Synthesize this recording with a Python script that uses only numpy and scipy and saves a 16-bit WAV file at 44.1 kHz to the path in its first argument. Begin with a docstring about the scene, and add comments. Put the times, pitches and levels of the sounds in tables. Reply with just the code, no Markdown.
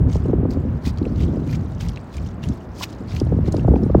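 """On a beach, a long-handled scoop is shaken in a water-filled hole, about three strokes a second.
Each stroke throws a slosh of water and wet sand, made of hiss and tiny ringing bubbles.
Drops fall back into the puddle, and the scoop dribbles between strokes.
Gusts of wind rumble and thump on the microphone; surf washes steadily in the distance."""
import sys
import numpy as np
from scipy import signal
from scipy.fft import rfft, irfft
from scipy.io import wavfile
from scipy.ndimage import uniform_filter1d, minimum_filter1d

SR = 44100
rng = np.random.default_rng(int(sys.argv[2]) if len(sys.argv) > 2 else 0)


def transcribe(u):
    """Save the signal u as a 16-bit wav file named by the first command-line argument.

    u: samples, shape (n,) or (channels, n), limited to [-1, 1]; the rate is SR.
    q: integer samples, one column per channel.
    """
    v = np.clip(np.atleast_2d(u).T, -1, 1)
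    q = np.round(v * 32767).astype(np.int16)
    wavfile.write(sys.argv[1], SR, q)


N = 176400

# swirls of air that hit the microphone: (time [s], level [dB], rough starting pitch [Hz])
WIND_HITS = [(.154, -9, 858), (0.254, -11.5, 877), (.283, -10, 674), (.294, -10, 823), (0.33, -4, 1610),
             (.382, -14, 816), (0.428, -9, 900), (.45, -8, 1020), (0.569, -11, 690), (.649, -13.5, 723),
             (.868, -9.5, 455), (1.013, -11, 850), (1.063, -13, 856), (1.281, -12, 606), (1.331, -17, 700),
             (1.368, -13, 975), (1.417, -14, 753), (2.496, -13, 633), (3.213, -6.5, 1083),
             (3.265, -15, 798), (3.319, -8.5, 843), (3.338, -14.5, 805), (3.363, -12, 794),
             (3.385, -9.5, 888), (3.479, -8.5, 875), (3.539, -6.5, 1314), (3.56, -14, 756),
             (3.58, -10.5, 724), (3.645, -9, 1017), (3.678, -3.5, 1530), (3.714, -6.5, 975),
             (3.735, -4, 1164), (3.759, -10, 1055), (3.861, -10, 730), (3.896, -8.5, 1176),
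             (3.945, 4.5, 1192), (3.99, -10, 906)]
# tone of splashing water and wet sand: (frequency [Hz], level [dB])
SPLASH_TONE = [(300, -34), (900, -1), (1500, -2.5), (2300, -3.5), (3200, -2.5), (4700, 0), (6700, -4.5),
               (8500, -12.5), (11000, -19.5), (16000, -15)]


def undb(db):
    """Turn decibels into a number to multiply by."""
    return np.exp(np.asarray(db) * (np.log(10) / 20))


def unit(x):
    """Scale a signal to an average strength (rms) of 1."""
    return x / np.sqrt(np.mean(x ** 2) + 1e-20)


def curve(rows):
    """Join rows of (time [s], value) with straight lines."""
    return np.interp(np.arange(N) / SR, *np.array(rows).T)


def colour(x, points):
    """Give a sound the tone in rows of (frequency [Hz], level [dB]), at strength 1."""
    hz, db = np.array(points).T
    log_hz = np.log(np.arange(N // 2 + 1) * SR / N + 1)
    log_gain = np.interp(log_hz, np.log(hz), db) * np.log(10) / 20
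    # these steps make the filter ring after a click, not before it
    cepstrum = irfft(log_gain, N)
    cepstrum[1:N // 2] *= 2
    cepstrum[N // 2 + 1:] = 0
    return unit(irfft(rfft(x) * np.exp(rfft(cepstrum)), N))


def wander(rate):
    """A random drift of strength 1 that heads for a new value `rate` times a second."""
    hold = max(int(SR / rate), 2)
    steps = rng.standard_normal(N // 20)
    return unit(uniform_filter1d(steps[np.arange(N) // hold % len(steps)], hold))


def add(out, start, sound):
    """Mix a short sound in at a time in seconds."""
    i = int(np.clip(start * SR, 0, N - 1))
    out[i:i + len(sound)] += sound[:N - i]


def wind():
    """Gusts press on the microphone as a low rumble, while small swirls of air flutter above it."""
    # how strong each part is: (time [s], level [dB])
    gust_levels = [(0, -19), (.13, -19), (.2, -22), (.45, -20.5), (.56, -23.5), (.75, -20), (.83, -32.5),
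                   (.87, -20), (.96, -26.5), (1.02, -21.5), (1.15, -22.5), (1.24, -17.5), (1.3, -24.5),
                   (1.58, -20.5), (1.68, -29.5), (1.94, -25), (2.03, -39), (2.13, -40), (2.19, -23.5),
                   (2.31, -28), (2.37, -33), (2.42, -28), (2.51, -19.5), (2.55, -34.5), (2.9, -42),
                   (3.1, -29), (3.27, -19), (3.47, -19), (3.55, -17.5), (3.6, -20), (3.72, -12.5),
                   (3.83, -22), (3.95, -14.5)]
    flutter_levels = [(0, -33), (.08, -27), (.2, -36), (.3, -22), (.45, -27.5), (.52, -27.5), (.66, -29.5),
                      (.8, -38.5), (.97, -47), (1.02, -28.5), (1.13, -28), (1.22, -26.5), (1.36, -27),
                      (1.58, -34), (1.66, -37), (1.9, -47), (2.1, -56), (2.36, -50), (2.5, -28),
                      (2.56, -43), (2.9, -47), (3.01, -31), (3.17, -46), (3.3, -34), (3.72, -24),
                      (3.83, -23.5), (3.9, -50), (4, -13)]
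    # tone of each part: (frequency [Hz], level [dB])
    rumble_tone = [(15, -57.5), (25, -35.5), (42, -9), (70, -0.5), (115, -3), (170, -6.5), (260, -19),
                   (400, -31), (800, -81.5)]
    flutter_tone = [(80, -29), (170, 3), (260, 6), (450, -7.5), (700, -18), (1000, -33), (1600, -47),
                    (3000, -65)]
    rumble = colour(rng.standard_normal(N), rumble_tone) * unit(undb(1.37 * wander(18)))
    flutter = colour(rng.standard_normal(N) * undb(4 * wander(70)), flutter_tone)
    return undb(curve(gust_levels) + 1.5) * rumble + undb(curve(flutter_levels) + 0.5) * flutter


def surf():
    """Faraway breaking waves blend into a smooth wash."""
    # tone of the waves: (frequency [Hz], level [dB])
    surf_tone = [(30, -25), (70, -3.5), (220, 2), (480, -7), (950, -12.5), (1400, -17.5), (2000, -25),
                 (3200, -36), (6000, -52.5), (10000, -55.5), (16000, -53.5)]
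    return colour(rng.standard_normal(N), surf_tone) * undb(-36.5 + .5 * wander(0.65))


def sand_grains(per_s):
    """Grains of sand make random clicks of uneven size."""
    clicks = (rng.random(N) < per_s / SR) * rng.choice([-1, 1], N)
    return unit(clicks * undb(-np.minimum(rng.exponential(size=N), 3)))


def bubble(hz, cycles):
    """A pocket of air rings and rises a little in pitch, fading to about a third in `cycles` swings."""
    glide = 0.02
    age = np.arange(int(6 * cycles / hz * SR) + 2) / SR * hz / cycles
    onset = 1 - np.exp(-1.5 * age * cycles)
    return onset * np.exp(-age) * np.sin(2 * np.pi * cycles * age * (1 + glide * age / 2))


def bubbles(per_s, low_hz, high_hz, cycles, spread_db):
    """Many bubbles of random size ring at random times, together at strength 1."""
    out = np.zeros(N)
    for when, pitch, size, ring in rng.random((int(per_s * N / SR), 4)):
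        strength = undb(spread_db * min(-np.log(1 - size), 3))
        hz = low_hz * (high_hz / low_hz) ** pitch
        add(out, when * N / SR, strength * bubble(hz, cycles * (.5 + ring)))
    return unit(out)


def sloshes():
    """Each stroke swells and dies away in clumps of spray, sand and bubbles, with a hollow squelch."""
    # strokes of the scoop: (loudest moment [s], rise [s], fall [s], level [dB],
    # treble tilt [dB per octave], squelch pitch [Hz])
    strokes = [(.14, 0.042, 0.045, -42, -1, 6800), (.52, 0.019, 0.028, -44.5, 1, 4800),
               (0.881, 0.033, 0.019, -32, 0.5, 4370), (1.215, 0.031, 0.036, -40, -1, 3000),
               (1.526, 0.057, 0.036, -40, -0.5, 2410), (1.82, 0.019, 0.06, -38.5, -0.5, 2100),
               (2.17, .042, 0.016, -42.5, 0.5, 2600), (2.436, 0.012, 0.044, -40.5, -1, 2920),
               (2.82, 0.046, 0.035, -36.5, 2.5, 5200), (2.834, 0.0087, .012, -22.5, -1.5, 2800),
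               (3.115, 0.045, 0.035, -43, -3, 4530), (3.172, 0.035, 0.033, -39, 1, 2480),
               (3.473, .018, 0.018, -39, -3, 1900), (3.59, 0.036, 0.013, -50, 0.5, 2800)]
    squelch_db, squelch_octaves, roundness = 3.5, 0.32, 2.02
    t, out = np.arange(N) / SR, np.zeros(N)
    spray = undb(-12.5) * rng.standard_normal(N) + undb(-8) * sand_grains(per_s=1200)
    froth = undb(-11) * bubbles(per_s=700, low_hz=1700, high_hz=8000, cycles=3, spread_db=5)
    pops = undb(-12.5) * bubbles(per_s=220, low_hz=1900, high_hz=6500, cycles=7, spread_db=4)
    grit = undb(-21.5) * bubbles(per_s=380, low_hz=7000, high_hz=14000, cycles=5, spread_db=5.5)
    clumps = unit(undb(3.5 * wander(170)))
    water = (np.std(spray) * colour(spray, SPLASH_TONE) + froth) * clumps + pops + grit
    spectrum = rfft(water)
    octave = np.log2(np.arange(N // 2 + 1) * SR / N + 1)
    tilt_octaves = np.maximum(octave - np.log2(4000), -2)  # the tilt pivots at 4000 Hz
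    for crest, rise, fall, db, tilt_db, hz in strokes:
        from_crest = np.maximum((crest - t) / rise, (t - crest) / fall)
        swell = np.exp(-np.clip(from_crest, 0, 10) ** roundness)
        squelch = np.exp(-np.minimum(((octave - np.log2(hz)) / squelch_octaves) ** 2, 20))
        tone = undb(tilt_db * tilt_octaves + squelch_db * squelch)
        out += undb(db) * swell * irfft(spectrum * tone, N)
    return out


def thumps():
    """A strong swirl of air is a few uneven pushes: small and fast at first, then slower and wider."""
    rise_s, glide_s, end_hz, muffle_hz = 0.0062, 0.004643, 132, 632
    out, t = np.zeros(N), np.arange(SR // 25) / SR
    age = t / rise_s
    swell = (age * np.exp(1 - age)) ** 2
    uneven = np.exp(.33 * wander(900))
    for k, (when, db, hz) in enumerate(WIND_HITS):
        falling = end_hz + (hz - end_hz) * np.exp(-t / glide_s)
        pitch = falling * uneven[k * len(t):(k + 1) * len(t)]
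        swings = np.sin(2 * np.pi * (np.cumsum(pitch) / SR + rng.random()))
        add(out, when, undb(db - 2.5) * swell * swings)
    frequencies = np.arange(N // 2 + 1) * SR / N
    return irfft(rfft(out) / (1 + (frequencies / muffle_hz) ** 3), N)


def snaps():
    """The hardest swirls of air break up into a short, ragged snap at their front edge."""
    # tone of a snap: (frequency [Hz], level [dB])
    snap_tone = [(200, -13.5), (500, -2.5), (900, 7.5), (1300, -4), (1800, -23.5), (3000, -39), (6000, -94)]
    rise_s, growth = 0.0035, 1.57  # growth above 1 favours the hardest hits
    loudness, age = np.zeros(N), np.arange(SR // 25) / SR / rise_s
    swell = (age * np.exp(1 - age)) ** 2
    for when, db, _ in WIND_HITS:
        add(loudness, when, undb(growth * db - 24.5) * swell)
    return loudness * colour(rng.standard_normal(N), snap_tone)


def drops():
    """A large drop lands with a short splat and traps a bubble, which rings near the same pitch."""
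    # drops and lumps that hit the puddle: (time [s], level [dB], pitch [Hz])
    landings = [(.157, -38, 5440), (0.974, -35, 4440), (0.984, -28.5, 4520), (1.028, -36.5, 3960),
                (1.053, -27.5, 2550), (1.16, -35, 4100), (1.531, -32, 2630), (1.548, -27.5, 2250),
                (1.804, -36, 4460), (1.886, -25.5, 5400), (1.892, -27, 3600), (1.898, -38, 10500),
                (1.96, -28, 3930), (1.973, -26, 2660), (2.168, -30.5, 7000), (2.181, -28, 2390),
                (2.273, -36, 5900), (2.43, -32.5, 2760), (2.438, -28, 2690), (2.488, -27.5, 6400),
                (2.81, -17.5, 980), (2.928, -34.5, 5100), (3.165, -26.5, 2330), (3.2, -20.5, 4910),
                (3.523, -22, 6450), (3.526, -42, 11000), (3.545, -38, 9000), (3.567, -26, 4670),
                (3.595, -30, 2700), (3.758, -34, 2410), (3.834, -35.5, 5140)]
    splat_fade_s = 0.0032
    out, t = np.zeros(N), np.arange(SR // 40) / SR
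    for when, db, hz in landings:
        band = signal.butter(2, [hz * 0.56, min(hz * 1.22, SR / 3)], "band", fs=SR, output="sos")
        splat = unit(signal.sosfilt(band, rng.standard_normal(len(t))))
        add(out, when, undb(db - 4) * bubble(hz, cycles=5.8))
        add(out, when, undb(db - 10.5) * np.exp(-t / splat_fade_s) * splat)
    return out


def trickle():
    """Between strokes the scoop dribbles: tiny bubbles, crackling wet sand, ticks and a soft seep."""
    # water draining from the scoop: (time [s], level [dB])
    drain_levels = [(0, -94), (.26, -52.5), (.42, -81), (.56, -62.5), (.8, -60.5), (.95, -58.5),
                    (1.3, -53.5), (1.42, -57), (1.66, -54.5), (1.93, -53.5), (2.06, -59), (2.26, -49.5),
                    (2.39, -65.5), (2.53, -49), (2.68, -62), (2.9, -48), (3.03, -60), (3.23, -54),
                    (3.4, -63), (3.55, -50), (3.66, -59.5), (4, -58)]
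    # tone of the ticks: (frequency [Hz], level [dB])
    tick_tone = [(1500, -14), (4500, 0), (7000, -2), (10000, -5), (16000, -5)]
    drips = undb(-9.5) * bubbles(per_s=200, low_hz=2500, high_hz=8500, cycles=7, spread_db=4.5)
    crackle = bubbles(per_s=420, low_hz=2500, high_hz=15000, cycles=3, spread_db=5)
    crackle = undb(-10.5) * colour(crackle, SPLASH_TONE)
    ticks = bubbles(per_s=70, low_hz=5000, high_hz=15000, cycles=2.5, spread_db=5)
    ticks = undb(-15) * colour(ticks, tick_tone)
    seep = undb(-7.5) * colour(rng.standard_normal(N) * undb(3 * wander(120)), SPLASH_TONE)
    return undb(curve(drain_levels)) * (drips + crackle + ticks + seep)


def scene():
    """The scoop and the puddle, with wind and surf, in one channel."""
    return (sloshes() + trickle() + drops() + wind() + thumps() + snaps() + surf())[None, :]


def record(dry):
    """A limiter gently turns down the loudest peaks, and the highest treble is cut away."""
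    ceiling, top_hz, window = .92, 15850, SR // 100
    needed_gain = np.minimum(1, ceiling / (np.abs(dry) + 1e-9))
    held_gain = minimum_filter1d(needed_gain, 2 * window)
    smooth_gain = uniform_filter1d(uniform_filter1d(held_gain, window), window)
    treble_cut = signal.ellip(10, .2, 80, top_hz, fs=SR, output="sos")
    return signal.sosfilt(treble_cut, dry * smooth_gain)


dry = scene()
out = record(dry)
transcribe(out)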